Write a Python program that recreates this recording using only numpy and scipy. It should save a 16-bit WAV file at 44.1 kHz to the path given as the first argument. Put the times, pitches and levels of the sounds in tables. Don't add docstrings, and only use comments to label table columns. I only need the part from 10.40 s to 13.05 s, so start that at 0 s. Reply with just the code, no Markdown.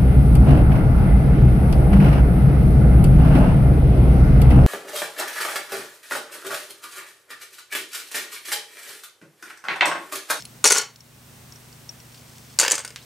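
import sys
import numpy as np
from scipy import signal
from scipy.fft import rfft, irfft, next_fast_len
from scipy.io import wavfile
from scipy.ndimage import uniform_filter1d

SR = 44100
rng = np.random.default_rng(int(sys.argv[2]) if len(sys.argv) > 2 else 0)


def transcribe(signal):
    frames = np.atleast_2d(signal).T
    limited = np.clip(frames, -1, 1)
    pcm = np.round(limited * 32767).astype(np.int16)
    wavfile.write(sys.argv[1], SR, pcm)


N = 116865
TIME = np.arange(N) / SR
SHORT = TIME[:SR // 5]


def amp(db):
    return 10 ** (np.asarray(db) / 20)


def at_hz(points, hz):
    f, value = np.transpose(points)
    return np.interp(np.log(np.maximum(hz, 1)), np.log(f), value)


def colour(x, points):
    size = 2 * next_fast_len(N)
    gain = amp(at_hz(points, np.linspace(0, SR / 2, size // 2 + 1)))
    unit_power_gain = gain / np.sqrt(np.mean(gain ** 2))
    cepstrum = irfft(np.log(unit_power_gain))
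    cepstrum[1:size // 2] *= 2
    cepstrum[size // 2 + 1:] = 0
    response = np.exp(rfft(cepstrum))
    return irfft(rfft(x, size) * response)[..., :N]


def filtered(x, order, hz, kind):
    return signal.sosfilt(signal.butter(order, hz, kind, fs=SR, output="sos"), x)


def add(track, s, sound):
    i = int(np.clip(s * SR, 0, N - 1))
    track[i:i + len(sound)] += sound[:N - i]


def fade(t60, t=SHORT):
    return np.exp(-np.log(1000) * t / t60)


def ring(hz, t60):
    return np.sin(2 * np.pi * hz * SHORT) * fade(t60)


def burst(t60):
    return rng.standard_normal(len(SHORT)) * fade(t60)


def wall_scatter(x):
    echoes = burst(0.052)
    return signal.fftconvolve(x, echoes / np.sqrt(np.sum(echoes ** 2)))[:N]


def spread(mid, side):
    return np.array([mid + side, mid - side])


# (f/Hz, relative level/dB)
FLOOR_SPECTRUM = [(15, -44), (25, -20), (43, -16.5), (91, -3.5), (104, -20.5), (122, -12), (209, -7.5),
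                  (246, -14.5), (267, -11.5), (297, -13.5), (552, -17), (5140, -24), (5580, -22),
                  (6550, -23.5), (15500, -27)]
# (f/Hz, rms level/dB)
HUM_TONES = [(120, -53.5), (146, -57), (241, -61.5), (8392, -66.5)]
FLOOR_DB, FLOOR_WIDTH = -49.5, 0.72
HISS_WIDE_HZ = 255


def background():
    mid, side = amp(FLOOR_DB) * colour(rng.standard_normal((2, N)), FLOOR_SPECTRUM)
    hum = np.zeros(N)
    for hz, db in HUM_TONES:
        phase = 2 * np.pi * (hz * TIME + rng.random())
        hum += amp(db) * np.sqrt(2) * np.sin(phase)
    side = filtered(side, 1, HISS_WIDE_HZ, "high")
    return spread(mid + hum, FLOOR_WIDTH * side)


# (start t/s, end t/s, level before scatter and colour/dB)
RUBBING_SPELLS = [(0, 0.032, -45), (1.72, 2.168, -57), (2.613, 2.65, -52)]
# (f/Hz, relative level/dB)
HELD_SPECTRUM = [(300, -31), (1400, -22), (2400, -3.5), (3400, -3.5), (4600, 2), (6300, -1), (8000, -4),
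                 (11000, -14.5), (16000, -19)]
RUBS_PER_S = 290


def fumbling():
    chance = RUBS_PER_S / SR
    slips = (rng.random(N) < chance) * rng.standard_normal(N) / np.sqrt(chance)
    effort = np.zeros(N)
    for start, end, db in RUBBING_SPELLS:
        effort += amp(db) * ((TIME > start) & (TIME < end))
    return colour(wall_scatter(slips * effort), HELD_SPECTRUM)


# (t/s, level/dB, ring f/Hz, ring level relative to contact/dB)
PALM_TICKS = [(.001, -34, 5500, 0.5), (0.0225, -30.5, 5360, -6.5), (.0527, -30, 10330, -2.5),
              (0.0528, -31, 4200, -2), (0.5596, -32, 5570, -7), (0.606, -36.5, 5580, 3),
              (1.123, -36, 5570, -1.5), (1.1584, -46, 5600, 7.5), (1.3275, -39.5, 4600, -9),
              (1.4923, -42.5, 5580, 18), (1.6018, -41, 5650, 0.5), (1.7453, -37, 4800, -13),
              (1.776, -39.5, 4800, -5), (1.982, -33, 5830, -11), (2.616, -42, 3900, 0)]
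HAND_CRACK_DB, HAND_CRACK_T60_S, HAND_RING_T60_S = -4.5, 0.019, 0.028


def hand():
    cracks, rings = np.zeros(N), np.zeros(N)
    for s, db, hz, ring_db in PALM_TICKS:
        add(cracks, s, amp(db + HAND_CRACK_DB) * burst(HAND_CRACK_T60_S))
        add(rings, s, amp(db + ring_db) * ring(hz, HAND_RING_T60_S))
    return colour(cracks, HELD_SPECTRUM) + rings


CHATTER_S, CHATTER_FOLLOWS = 0.0036, 0.34


def chatter(t60, db):
    hold = CHATTER_S * amp(CHATTER_FOLLOWS * db)
    return fade(t60, np.maximum(SHORT - hold, 0))


# (t/s, level before the drop gain/dB, f/Hz)
BIN_KNOCKS = [(0.2416, -23, 438), (0.2530, -20.5, 425), (.3050, -24.5, 369), (.3200, -18.5, 407),
              (0.359, -20.5, 1420), (0.393, -19.5, 1453), (2.2796, -30, 508), (2.329, -31, 312)]
KNOCK_T60_S = 0.061


def knocks():
    out = np.zeros(N)
    for s, db, hz in BIN_KNOCKS:
        add(out, s, amp(db) * np.sin(2 * np.pi * hz * SHORT) * chatter(KNOCK_T60_S, db))
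    return out


def grit():
    noise = rng.standard_normal(len(SHORT))
    impacts = noise * np.abs(noise)
    return impacts / impacts.std()


TWIN_DB, TWIN_SPREAD = -8, .05


def brick_ring(hz):
    phase = 2 * np.pi * hz * SHORT
    detune = 1 + TWIN_SPREAD * rng.standard_normal()
    twin = amp(TWIN_DB) * np.sin(phase * detune + 2 * np.pi * rng.random())
    return np.sin(phase) + twin


MODE_DETUNE, MODE_SCATTER_DB = .028, 4.5


def struck(times, levels_db, modes):
    out = np.zeros(N)
    hz, mode_db, t60 = np.transpose(modes)
    decays = fade(t60[:, None])
    for s, db in zip(times, levels_db):
        strength, sign, detune = rng.standard_normal((3, len(modes)))
        mode_hz = hz * (1 + MODE_DETUNE * detune)
        shapes = np.sin(2 * np.pi * np.outer(mode_hz, SHORT)) * decays
        gains = amp(db + mode_db + MODE_SCATTER_DB * strength) * np.sign(sign)
        add(out, s, gains @ shapes)
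    return out


# (f/Hz, relative level/dB)
CRACK_SPECTRUM = [(300, -29), (2000, -19.5), (3700, -6), (5500, -4), (7000, 2.5), (9000, -6),
                  (10500, -12.5), (13000, -13.5), (16000, -35)]
# (f/Hz, relative level/dB)
DRUM_SPECTRUM = [(100, -10), (210, -12), (320, -8.5), (480, 3.5), (680, -4), (950, 3), (1250, -4.5),
                 (2200, 2.5), (3500, -5.5), (6000, -9.5), (14000, -22.5)]
CRACK_DB, CRACK_T60_S, RING_DB, RING_T60_S = -5.5, 0.032, -3, 0.025
DRUM_DB, DRUM_T60_S = -0.5, 0.039
JOSTLE_DELAY_S, JOSTLE_LOSS_DB, JOSTLE_SCATTER_DB = 0.027, 21, 3
JOSTLE_LOW_HZ, JOSTLE_HIGH_HZ, JOSTLE_RING_DB = 4870, 8750, 4
DROP_DB = 3.5


def clatter(hits, brick_modes, bin_modes):
    cracks, rings, drums = np.zeros(N), np.zeros(N), np.zeros(N)
    for s, db, hz, bin_db in hits:
        add(cracks, s, amp(db + CRACK_DB) * grit() * chatter(CRACK_T60_S, db))
        add(rings, s, amp(db + RING_DB) * brick_ring(hz) * chatter(RING_T60_S, db))
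        add(drums, s, amp(db + bin_db + DRUM_DB) * grit() * chatter(DRUM_T60_S, db))
        for wait, smallness in rng.random(size=(3, 2)):
            later = s + 2 * JOSTLE_DELAY_S * wait
            weaker = db - JOSTLE_LOSS_DB + JOSTLE_SCATTER_DB * rng.standard_normal()
            neighbour_hz = JOSTLE_LOW_HZ + smallness * (JOSTLE_HIGH_HZ - JOSTLE_LOW_HZ)
            add(cracks, later, amp(weaker) * burst(CRACK_T60_S / 2))
            add(rings, later, amp(weaker + JOSTLE_RING_DB) * ring(neighbour_hz, RING_T60_S))
    times, db, _, bin_db = np.transpose(hits)
    bricks = colour(cracks, CRACK_SPECTRUM) + rings + struck(times, db, brick_modes)
    bin_body = colour(drums, DRUM_SPECTRUM) + struck(times, db + bin_db, bin_modes)
    return amp(DROP_DB) * np.array([bricks, bin_body])


# (t/s, level before the drop gain/dB, brick ring f/Hz, bin level relative to contact/dB)
SHALLOW_CONTACTS = [(.2417, -8, 6910, -7), (.2465, -12.5, 4360, -9), (.2538, -6.5, 5500, -2.5),
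                    (.2590, -9.5, 6100, -5), (.2653, -5.5, 5740, -34), (.2748, -5.5, 5700, -20),
                    (.2845, -13, 5630, -11.5), (.3017, -10, 7230, -9), (.3068, -9, 6500, -3.5),
                    (.3202, -6, 5860, -9), (.3235, -6, 6336, -11), (.3335, -14, 7120, -12),
                    (.3410, -16, 6210, -7), (.3480, -13.5, 6100, -10), (.3545, -14, 6140, -5.5),
                    (.3615, -14, 5630, -4), (.3690, -10, 5490, -9), (.3765, -17, 5740, -4.5),
                    (.3810, -9, 7000, -16), (.3830, -11, 4400, -14.5), (.3920, -17.5, 5700, -6.5),
                    (.3990, -24, 5400, 0), (.4140, -23, 5420, -6), (.4230, -32.5, 6100, 4.5),
                    (.4320, -37, 5250, 5), (.4420, -51, 4430, -8)]
# (mean f/Hz, relative level/dB, t60/s)
SHALLOW_BRICK_MODES = [(4470, -21.5, 0.18), (5440, -20, 0.14), (6124, -13, 0.079), (5980, -35, 0.065),
                       (7900, -36, 0.028), (8300, -13, 0.035), (9100, -16, 0.066), (9970, -16, 0.055),
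                       (10500, -13.5, 0.028)]
# (mean f/Hz, relative level/dB, t60/s)
SHALLOW_BIN_MODES = [(375, -16.5, 0.047), (435.6, -11.5, 0.066), (522, -14.5, 0.031), (830, -13.5, 0.053),
                     (1131, -10.5, 0.048), (1407, -6, 0.063), (2190, -12, 0.02), (2965, -13.5, 0.063)]


def shallow_drop():
    return clatter(SHALLOW_CONTACTS, SHALLOW_BRICK_MODES, SHALLOW_BIN_MODES)


# (t/s, level before the drop gain/dB, brick ring f/Hz, bin level relative to contact/dB)
DEEP_CONTACTS = [(2.1887, -12, 7100, -13), (2.1979, -5, 7060, -13), (2.2032, -9, 7060, -16),
                 (2.2124, -12, 8930, -6), (2.2225, -16, 6200, -5), (2.2305, -16, 4650, -0.5),
                 (2.2380, -18.5, 6360, -0.5), (2.2490, -21, 7000, 1), (2.2620, -24, 4660, 2.5),
                 (2.2796, -14.5, 5090, -1), (2.3010, -18, 7050, -20), (2.3101, -13, 7120, -12.5),
                 (2.3177, -10, 6070, -16.5), (2.3180, -12.5, 9000, -9.5), (2.3300, -27, 9100, 4.5),
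                 (2.3410, -29, 6000, 4), (2.3532, -19, 7080, -20), (2.3797, -24, 8540, -4),
                 (2.3912, -27.5, 8820, -7), (2.4015, -38, 8830, 0.5), (2.4055, -33, 8700, -11),
                 (2.4486, -26.5, 8780, -6.5), (2.4770, -32.5, 8800, -8.5), (2.4935, -46, 8850, -5),
                 (2.5050, -42, 9040, 0)]
# (mean f/Hz, relative level/dB, t60/s)
DEEP_BRICK_MODES = [(4624, -9.5, 0.029), (5150, -11, 0.022), (6080, -12, 0.029), (6610, -9, 0.036),
                    (7170, -8.5, 0.025), (7590, -5, 0.0083), (8100, -7, 0.019), (8840, -22, 0.14),
                    (10960, -18, .035)]
# (mean f/Hz, relative level/dB, t60/s)
DEEP_BIN_MODES = [(535, -10.5, 0.021), (960, -13, 0.037), (1165, -12, .05), (1501, -4.5, 0.034),
                  (1810, -3, 0.012), (2810, -10.5, 0.029)]


def deep_drop():
    return clatter(DEEP_CONTACTS, DEEP_BRICK_MODES, DEEP_BIN_MODES)


SNAP_S, SNAP_DB, SNAP_LOW_HZ, SNAP_HIGH_HZ = 2.5608, -1, 1300, 6500
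SNAP_ECHO_DB, SNAP_ECHO_DELAY_S = -6, 0.002


def snap():
    impulse = np.zeros(N) + 1e-18
    add(impulse, SNAP_S, amp([SNAP_DB]))
    click = filtered(impulse, 2, [SNAP_LOW_HZ, SNAP_HIGH_HZ], "band")
    echo = np.roll(wall_scatter(click), int(SNAP_ECHO_DELAY_S * SR))
    return click + amp(SNAP_ECHO_DB) * echo


BRICK_WIDTH = 0.26


def placed(x, pan_db):
    return spread(x, BRICK_WIDTH * wall_scatter(x)) * amp([[pan_db], [-pan_db]])


# (f/Hz, relative level/dB)
ROOM_SPECTRUM = [(100, -42.5), (400, 2.5), (1500, 3), (3000, 6.5), (6000, 0), (9000, -4), (15000, -0.5)]
# (f/Hz, t60/s)
ROOM_DECAY = [(200, 0.3), (2000, 0.23), (6000, 0.22), (14000, 0.21)]
ROOM_DB, ROOM_DELAY_S, ROOM_WIDTH = -12.5, .009, 0.27


def room(x):
    t = TIME[:SR * 2 // 3]
    edges = np.geomspace(100, 17000, 9)
    tail = 0
    for low, high in zip(edges, edges[1:]):
        band = filtered(rng.standard_normal((2, len(t))), 2, [low, high], "band")
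        decay = fade(at_hz(ROOM_DECAY, np.sqrt(low * high)), t)
        tail = tail + band * decay * (t > ROOM_DELAY_S)
    tail = tail / np.sqrt(np.sum(tail ** 2) / 2)
    reverberant = signal.fftconvolve(x[None], tail, axes=1)[:, :N]
    mid, side = colour(reverberant, ROOM_SPECTRUM)
    return amp(ROOM_DB) * spread(mid, ROOM_WIDTH * side)


BIN_LOW_HZ = 243


def low_cut(x):
    return filtered(x + 1e-18, 4, BIN_LOW_HZ, "high")


IMAGE_TOP_HZ = 8600


def narrowed(x):
    sos = signal.butter(1, IMAGE_TOP_HZ, fs=SR, output="sos")
    return spread(x.mean(axis=0), signal.sosfiltfilt(sos, (x[0] - x[1]) / 2))


SHALLOW_PAN_DB, DEEP_PAN_DB = 2, 0.5
HAND_ROOM_DB = -13


def scene():
    noise_floor = background()
    held = fumbling() + hand()
    bin_notes = amp(DROP_DB) * knocks()
    shallow, shallow_bin = shallow_drop()
    deep, deep_bin = deep_drop()
    click = snap()
    near = placed(shallow, SHALLOW_PAN_DB) + placed(deep + click + held, DEEP_PAN_DB)
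    near = near + shallow_bin + deep_bin + bin_notes
    far = room(shallow + shallow_bin + deep + deep_bin + click + amp(HAND_ROOM_DB) * held)
    return narrowed(low_cut(near + far) + noise_floor)


LIMIT_DB, RELEASE_DB_PER_S, LIMIT_WINDOW_S = -9.5, 16, 0.0036
CEILING, CUTOFF_HZ = 1.15, 15750


def record(dry):
    power = uniform_filter1d(dry.mean(axis=0) ** 2, max(int(LIMIT_WINDOW_S * SR), 1))
    over = np.maximum(10 * np.log10(np.abs(power) + 1e-12) - LIMIT_DB, 0)
    release = RELEASE_DB_PER_S * TIME
    duck = np.maximum.accumulate(over + release) - release
    rounded = CEILING * np.tanh(dry * amp(-duck) / CEILING)
    return signal.sosfilt(signal.ellip(10, .1, 70, CUTOFF_HZ, fs=SR, output="sos"), rounded)


dry = scene()
out = record(dry)
transcribe(out)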